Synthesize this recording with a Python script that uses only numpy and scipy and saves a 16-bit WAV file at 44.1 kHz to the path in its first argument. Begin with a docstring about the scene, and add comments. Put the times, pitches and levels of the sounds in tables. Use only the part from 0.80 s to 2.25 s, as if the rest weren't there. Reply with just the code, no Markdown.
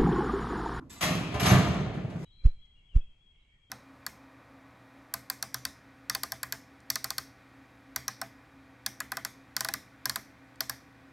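"""A steel cattle chute opens at the far side of a large indoor riding arena, on a stereo microphone.
Its linkage clinks, the latch slams free, and the gate rattles open with a hinge squeak and bangs on
its stop. Each blow is one contact and a chatter of loose parts; the steel rings, the sheet sides boom.
Hooves thud on dirt, and loose steel jingles as the animals move off. From this distance the steel
reaches the microphone mostly as reflections, and the hall rings on over a low rumble."""
import sys
import numpy as np
from scipy import signal
from scipy.fft import rfft, irfft
from scipy.io import wavfile

SR = 44100
rng = np.random.default_rng(int(sys.argv[2]) if len(sys.argv) > 2 else 0)


def transcribe(signal):
    """Save signal, clipped to [-1, 1], as a 16-bit WAV file at the path in sys.argv[1]."""
    frames = np.atleast_2d(signal).T
    limited = np.clip(frames, -1, 1)
    pcm = np.round(limited * 32767).astype(np.int16)
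    wavfile.write(sys.argv[1], SR, pcm)


N = 63945

# blows on linkage, latch and gate: start_s, level_db, tilt_db_per_octave, ring_db
LINKAGE_BLOWS = [(.096, -47, 10, 6), (.101, -42.5, 5, -4), (.126, -43.5, 5.5, -5), (.16, -52.5, -4, 11.5),
                 (.18, -55, 2, 10)]
LATCH_BLOWS = [(.2095, -23.5, 1.5, 1), (.2235, -21.5, 0, -7.5), (.243, -30, -5.5, 5), (.284, -28.5, -6, -2)]
GATE_BLOWS = [(.52, -36, -2, -3.5), (.542, -30.5, -1, 6.5), (.5975, -24, 1.5, -0.5), (.631, -25, 2, -6),
              (.651, -22, -0.5, 0.5), (.6595, -19.5, 2.5, -0.5), (.685, -29.5, -5.5, 5),
              (.703, -18.5, -1, 1), (.735, -25, -0.5, 5.5), (.776, -31.5, -10, -11), (.856, -35, -9, 8),
              (.936, -39, -1.5, 0), (1.141, -45, -1, 2), (1.3, -44.5, -1.5, 1)]
# knocks further back, hoof thuds and side panel booms: start_s, level_db, tilt_db_per_octave
FAR_KNOCKS = [(.004, -48.5, 3), (.02, -43, 1)]
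HOOF_THUDS = [(.05, -49, -13), (.1, -55, -3), (.985, -25, -8), (1.02, -30.5, -4), (1.07, -29, -4),
              (1.178, -27, 4), (1.25, -26, 2.5), (1.36, -28.5, 3), (1.402, -31, -3.5), (1.428, -32.5, 1)]
PANEL_BOOMS = [(.24, -32, -1.5), (.275, -36.5, -5), (.312, -27.5, 9.5), (.355, -26.5, 9.5),
               (.413, -27.5, 4.5), (.49, -30.5, 0), (.555, -24.5, -3), (.63, -21, 2), (.68, -19, 2),
               (.722, -9.5, 3), (.754, -17.5, 3), (.792, -19, 2.5), (.848, -24.5, 7.5), (.892, -19, 0),
               (.915, -30, -5)]
# ringing modes of the steel parts: pitch_hz, level_db, t60_s
LINKAGE_RING = [(1180, -3, .15), (2050, 1, .16), (2600, -4, .12), (3550, -1, .25), (3950, -3, .15),
                (4750, -2, .12), (6690, -2, .18), (7150, -3, .14), (7760, -1, .2), (8300, -4, .14)]
LATCH_RING = [(167, 2.5, 1.0), (622, 8, .28), (764, -2, .38), (1138, -3, .5), (1215, -4, .5),
              (1814, -5, .45), (1870, -7, .4), (2040, -2, .4), (2162, -1, .4), (2683, -2, .45),
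              (2790, -3, .35), (3028, -4, .35), (3488, -3, .35), (4016, -8, .4), (4215, -8, .4),
              (4673, -8, .3), (6148, -8, .45), (7768, -11, .3)]
GATE_RING = [(185, 1, .9), (289, -2, .7), (433, -3, .6), (604, -2, .5), (625, -4, .35), (660, -5, .35),
             (705, -1, .55), (758, -3, .45), (872, -9, .5), (969, -5, .5), (1029, -2, .5), (1127, -4, .5),
             (1212, -2, .6), (1351, -6, .4), (1602, -10, .6), (1756, -3, .5), (1981, -6, .46),
             (2080, -8, .55), (2220, -6, .5), (2256, -6, .45), (2374, -5, .55), (2546, -11, .5),
             (2670, -7, .35), (2789, -5.5, .5), (2877, -9, .4), (3074, -9, .4), (3140, -6, .3),
             (6132, -17, .35)]
# tone colour of each source: frequency_hz, level_db
RUMBLE_SPECTRUM = [(20, -25), (40, -12), (65, 2.5), (120, -3), (270, -3), (500, -16), (1100, -27),
                   (2000, -35), (5000, -45), (12000, -52)]
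KNOCK_SPECTRUM = [(100, -18), (200, 0), (270, 16.5), (400, -12), (600, -34), (1000, -9), (1350, -10.5),
                  (1900, -36), (5000, -63)]
HOOF_SPECTRUM = [(25, -31), (50, -4), (75, -2), (125, 9), (175, 9), (230, -5.5), (400, -16.5), (700, -31.5),
                 (1500, -34.5), (4000, -62), (8000, -91), (12000, -118)]
CLINK_SPECTRUM = [(100, -10.5), (400, -2), (700, 21.5), (2000, 10.5), (3800, 5.5), (5400, 2.5), (7500, 3),
                  (9500, -2), (11500, -6.5), (13000, -6)]
LATCH_SPECTRUM = [(60, -18), (200, 6.5), (450, 0), (650, 9.5), (900, 5.5), (1250, 9), (1600, 3.5),
                  (2700, 5.5), (4500, -1), (6300, -1), (7400, -6.5), (10000, -5.5), (12000, -6),
                  (13000, -9.5)]
PANEL_SPECTRUM = [(25, -54), (50, -17), (75, 0.5), (115, 6), (180, 2), (225, -8), (300, -13), (450, -25),
                  (800, -53), (2000, -75), (10000, -94)]
GATE_SPECTRUM = [(60, -38), (200, 10.5), (300, 2.5), (420, 9.5), (520, 2.5), (650, 12.5), (860, 5),
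                 (1150, 7), (1550, 1.5), (2400, -0.5), (4500, -5), (7000, -10.5), (8700, -12.5),
                 (10800, -14), (12000, -18.5), (13000, -27.5)]
# squeaks of the hinge: pitch_hz, level_db, peak_s, half_length_s
HINGE_SQUEAKS = [(6132, -30, .695, .012), (6132, -35, .709, .006), (11555, -39, .607, .006),
                 (11545, -44, .635, .02), (11535, -41, .705, .05)]
# swell of the jingling steel: time_s, level_db
JINGLE_SWELL = [(1.0, -83), (1.1, -70), (1.24, -63.5), (1.301, -65), (1.37, -59), (1.42, -53.5),
                (1.45, -48.5)]
# decay of the arena: frequency_hz, t60_s
ARENA_DECAY = [(60, 1.65), (150, 1.32), (400, 2.34), (1000, 1.16), (2500, 1.49), (5000, 0.86), (8000, 0.75),
               (12000, 0.47)]
# likeness of the microphone's two sides: frequency_hz, coherence (0 to 1)
MIC_COHERENCE = [(60, .96), (160, .97), (350, .85), (700, .6), (1400, .58), (2800, .2), (4400, .45),
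                 (5700, .3), (7000, .88), (8000, .75), (9200, .9), (10500, .7), (11400, .92), (12500, .55)]
# balance at the microphone: frequency_hz, left_minus_right_db
MIC_BALANCE = [(80, -2.5), (180, -1.2), (700, -1.5), (1400, 3), (2800, 2), (5600, 0.6), (10000, -0.4)]
# phase by which the right microphone port leads: frequency_hz, lead_rad
MIC_PHASE = [(150, 0), (1000, .2), (2000, .7), (4300, .8), (5000, 1.4), (6300, 5.8), (7200, 6.4),
             (9200, 9.4), (11400, 12.5), (12400, 13.7)]

TIME_S = np.arange(N) / SR
FREQ_HZ = np.arange(N + 1) * SR / (2 * N)  # bins of a spectrum padded to 2 * N


def undb(db):
    """Decibels to gain."""
    return 10 ** (np.asarray(db) / 20)


def along(points, hz=FREQ_HZ):
    """Read (frequency_hz, value) points on a log-frequency axis."""
    point_hz, values = np.array(points, float).T
    return np.interp(np.log(hz + 1), np.log(point_hz), values)


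def shape(x, gain):
    """Filter by a gain per frequency; a complex spectrum as the gain convolves the two sounds."""
    return irfft(rfft(x, 2 * N) * gain)[..., :N]


def unit(x):
    """Scale to a mean energy of 1 per channel."""
    return x / np.sqrt(np.mean(np.sum(x ** 2, axis=-1)) + 1e-18)


def wander(size, bandwidth_hz):
    """Smooth random motion with an RMS of 1."""
    return np.sqrt(N) * unit(shape(rng.standard_normal(size), np.exp(-(FREQ_HZ / bandwidth_hz) ** 2)))


def contacts(per_s):
    """Tiny impacts of random strength at random moments."""
    return rng.standard_normal(N) * (rng.random(N) < per_s / SR)


def diffuse():
    """Noise reaching the microphone from all around, alike on both sides in the bass."""
    coherence = np.clip(along(MIC_COHERENCE), 0, .995)
    mid, side = rng.standard_normal((2, N))
    mid = shape(mid, np.sqrt((1 + coherence) / 2))
    side = shape(side, np.sqrt((1 - coherence) / 2))
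    return np.array([mid + side, mid - side])


def arena(early_db, early_s, build_s, direct_db=-19):
    """Path across the arena to the microphone: direct sound, near reflections, a long dull tail."""
    noise, tail = rfft(diffuse(), 2 * N), 0
    centres_hz = np.array([60, 150, 400, 1000, 2500, 4000, 5600, 7500, 9500, 12000])
    for hz, weights in zip(centres_hz, np.eye(len(centres_hz))):
        band = irfft(noise * along(list(zip(centres_hz, weights))))[:, :N]
        tail += band * undb(-60 * TIME_S / along(ARENA_DECAY, hz))
    build = 1 - np.exp(-TIME_S / build_s)
    early_lift = 1 + undb(early_db) * np.exp(-TIME_S / early_s)
    response = unit(tail * build * early_lift)
    response[:, 0] += undb(direct_db)
    return unit(response)


def strikes(blows, colour, pivot_hz, chatter_db, chatter_s, chatter_per_s):
    """Spectrum of a run of blows; each is one contact followed by a dying chatter of loose parts."""
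    octaves = np.log2(np.maximum(FREQ_HZ, 50) / pivot_hz)
    spectrum = 0
    for start_s, level_db, tilt, *_ in blows:
        force = undb(chatter_db) * unit(contacts(chatter_per_s) * np.exp(-TIME_S / chatter_s))
        force[0] += 1  # the first contact
        blow = rfft(force, 2 * N) * undb(along(colour) + tilt * octaves)
        blow /= np.sqrt(np.mean(abs(blow) ** 2))
        delay = np.exp(-2j * np.pi * FREQ_HZ * start_s)
        spectrum += undb(level_db) * blow * delay
    return spectrum * np.sqrt(SR / 100)


def ringing(blows, modes, pivot_hz, level_db, build_s, waver_hz, waver_depth=.72, spread_db=2.5):
    """Modes of a steel part; each blow renews them in a new mix, the hall makes them swell and waver."""
    sound = 0
    for hz, mode_db, t60_s in modes:
        power = 0
        for start_s, blow_db, tilt, ring_db in blows:
            age_s = np.maximum(TIME_S - start_s, 0)
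            tilt_db = tilt * np.log2(hz / pivot_hz) / 2
            strength = undb(blow_db + ring_db + tilt_db + spread_db * rng.standard_normal())
            envelope = (1 - np.exp(-age_s / build_s)) * undb(-60 * age_s / t60_s)
            power += (strength * envelope) ** 2
        slow = wander((3, 2, N), waver_hz) / np.sqrt(2)
        drift = slow[:, 0] + 1j * slow[:, 1]  # rows: shared, left, right
        coherence = np.clip(along(MIC_COHERENCE, hz), 0, 1)
        stereo_drift = np.sqrt(coherence) * drift[0] + np.sqrt(1 - coherence) * drift[1:]
        waver = (1 + waver_depth * stereo_drift) / np.hypot(1, waver_depth)
        tone = np.exp(2j * np.pi * (hz * TIME_S + rng.random()))
        sound += undb(mode_db) * np.sqrt(power) * np.real(waver * tone)
    return undb(level_db) * sound


def rumble(level_db=-53.5):
    """Room tone: the quiet air of the hall, all around the microphone."""
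    return undb(level_db) * np.sqrt(N) * unit(shape(diffuse(), undb(along(RUMBLE_SPECTRUM))))


def knocks():
    """Faint hollow knocks from further back in the hall, before the gate moves."""
    path = arena(early_db=32, early_s=.015, build_s=.0033)
    return shape(path, strikes(FAR_KNOCKS, KNOCK_SPECTRUM, pivot_hz=400,
                               chatter_db=-12, chatter_s=.067, chatter_per_s=390))


def hooves():
    """Hooves land on soft dirt with dull thuds."""
    path = arena(early_db=16, early_s=.014, build_s=.0024, direct_db=-2)
    return shape(path, strikes(HOOF_THUDS, HOOF_SPECTRUM, pivot_hz=140,
                               chatter_db=-3.5, chatter_s=.028, chatter_per_s=800))


def linkage():
    """The loose steel linkage gives small bright clinks, each with a brief ring."""
    path = arena(early_db=0, early_s=.015, build_s=.00051)
    ticks = shape(path, strikes(LINKAGE_BLOWS, CLINK_SPECTRUM, pivot_hz=4000,
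                                chatter_db=0, chatter_s=.014, chatter_per_s=710))
    return ticks + ringing(LINKAGE_BLOWS, LINKAGE_RING, pivot_hz=4400,
                           level_db=-15, build_s=.0044, waver_hz=36)


def latch(spots=3):
    """The latch slams free and rings; its blows land at several spots, each with its own reflections."""
    crack = 0
    for spot in range(spots):
        path = arena(early_db=.36, early_s=.032, build_s=.002)
        crack += shape(path, strikes(LATCH_BLOWS[spot::spots], LATCH_SPECTRUM, pivot_hz=2000,
                                     chatter_db=-4, chatter_s=.012, chatter_per_s=500))
    return crack + ringing(LATCH_BLOWS, LATCH_RING, pivot_hz=1300,
                           level_db=-14, build_s=.019, waver_hz=32)


def panels(sheets=3):
    """The sheet sides of the chute boom as the frame is shaken, each with its own reflections."""
    boom = 0
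    for sheet in range(sheets):
        path = arena(early_db=9, early_s=.02, build_s=.0026, direct_db=1)
        boom += shape(path, strikes(PANEL_BOOMS[sheet::sheets], PANEL_SPECTRUM, pivot_hz=140,
                                    chatter_db=-11.5, chatter_s=.06, chatter_per_s=400))
    return boom


def gate(spots=3):
    """The barred gate rattles open and hits its stop, striking the frame at several spots."""
    clatter = 0
    for spot in range(spots):
        path = arena(early_db=1.1, early_s=.029, build_s=.00024)
        clatter += shape(path, strikes(GATE_BLOWS[spot::spots], GATE_SPECTRUM, pivot_hz=1500,
                                       chatter_db=-5, chatter_s=.0098, chatter_per_s=660))
    return clatter + ringing(GATE_BLOWS, GATE_RING, pivot_hz=1040,
                             level_db=-17, build_s=.0069, waver_hz=26.5)


def hinge(wobble_rms_hz=75, arena_db=-2.5):
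    """Steel rubs on steel in short, thin squeaks whose pitch wobbles quickly and at random."""
    wobble_hz = wobble_rms_hz * wander(N, bandwidth_hz=260)
    squeaks = 0
    for hz, level_db, peak_s, half_length_s in HINGE_SQUEAKS:
        envelope = undb(level_db) * np.exp(-((TIME_S - peak_s) / half_length_s) ** 2)
        squeaks += envelope * np.sin(2 * np.pi * np.cumsum(hz + wobble_hz) / SR)
    path = arena(early_db=6, early_s=.022, build_s=.0027)
    return squeaks + undb(arena_db) * shape(path, rfft(squeaks, 2 * N))


def jingle():
    """Loose steel as the animals move off: a swelling patter of tiny contacts, blurred by the hall."""
    patter = np.sqrt(N) * unit(shape(contacts(per_s=1500), undb(along(CLINK_SPECTRUM))))
    swell = undb(np.interp(TIME_S, *np.array(JINGLE_SWELL).T, left=-120))
    path = arena(early_db=36, early_s=.0065, build_s=.002)
    return shape(path, rfft(patter * swell, 2 * N))


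def scene():
    """All sources meet at the microphone, arriving a little earlier on the right."""
    sound = linkage() + jingle() + latch() + gate() + hinge() + panels() + hooves() + knocks() + rumble()
    left_gain = undb(along(MIC_BALANCE) / 2) * np.exp(-.5j * along(MIC_PHASE))
    mirrored = np.hstack([sound, sound[:, ::-1]])  # keeps the ends free of clicks
    return irfft(rfft(mirrored) * np.array([left_gain, 1 / left_gain]))[:, :N]


def record(dry):
    """The recorder cuts the top; the sound ends on a very short fade."""
    top_hz, fade_s = 12700, .004
    lowpass = signal.ellip(8, .2, 70, top_hz, fs=SR, output="sos")
    fade = np.minimum(TIME_S[::-1] / fade_s, 1)
    return fade * signal.sosfilt(lowpass, dry)


dry = scene()
out = record(dry)
transcribe(out)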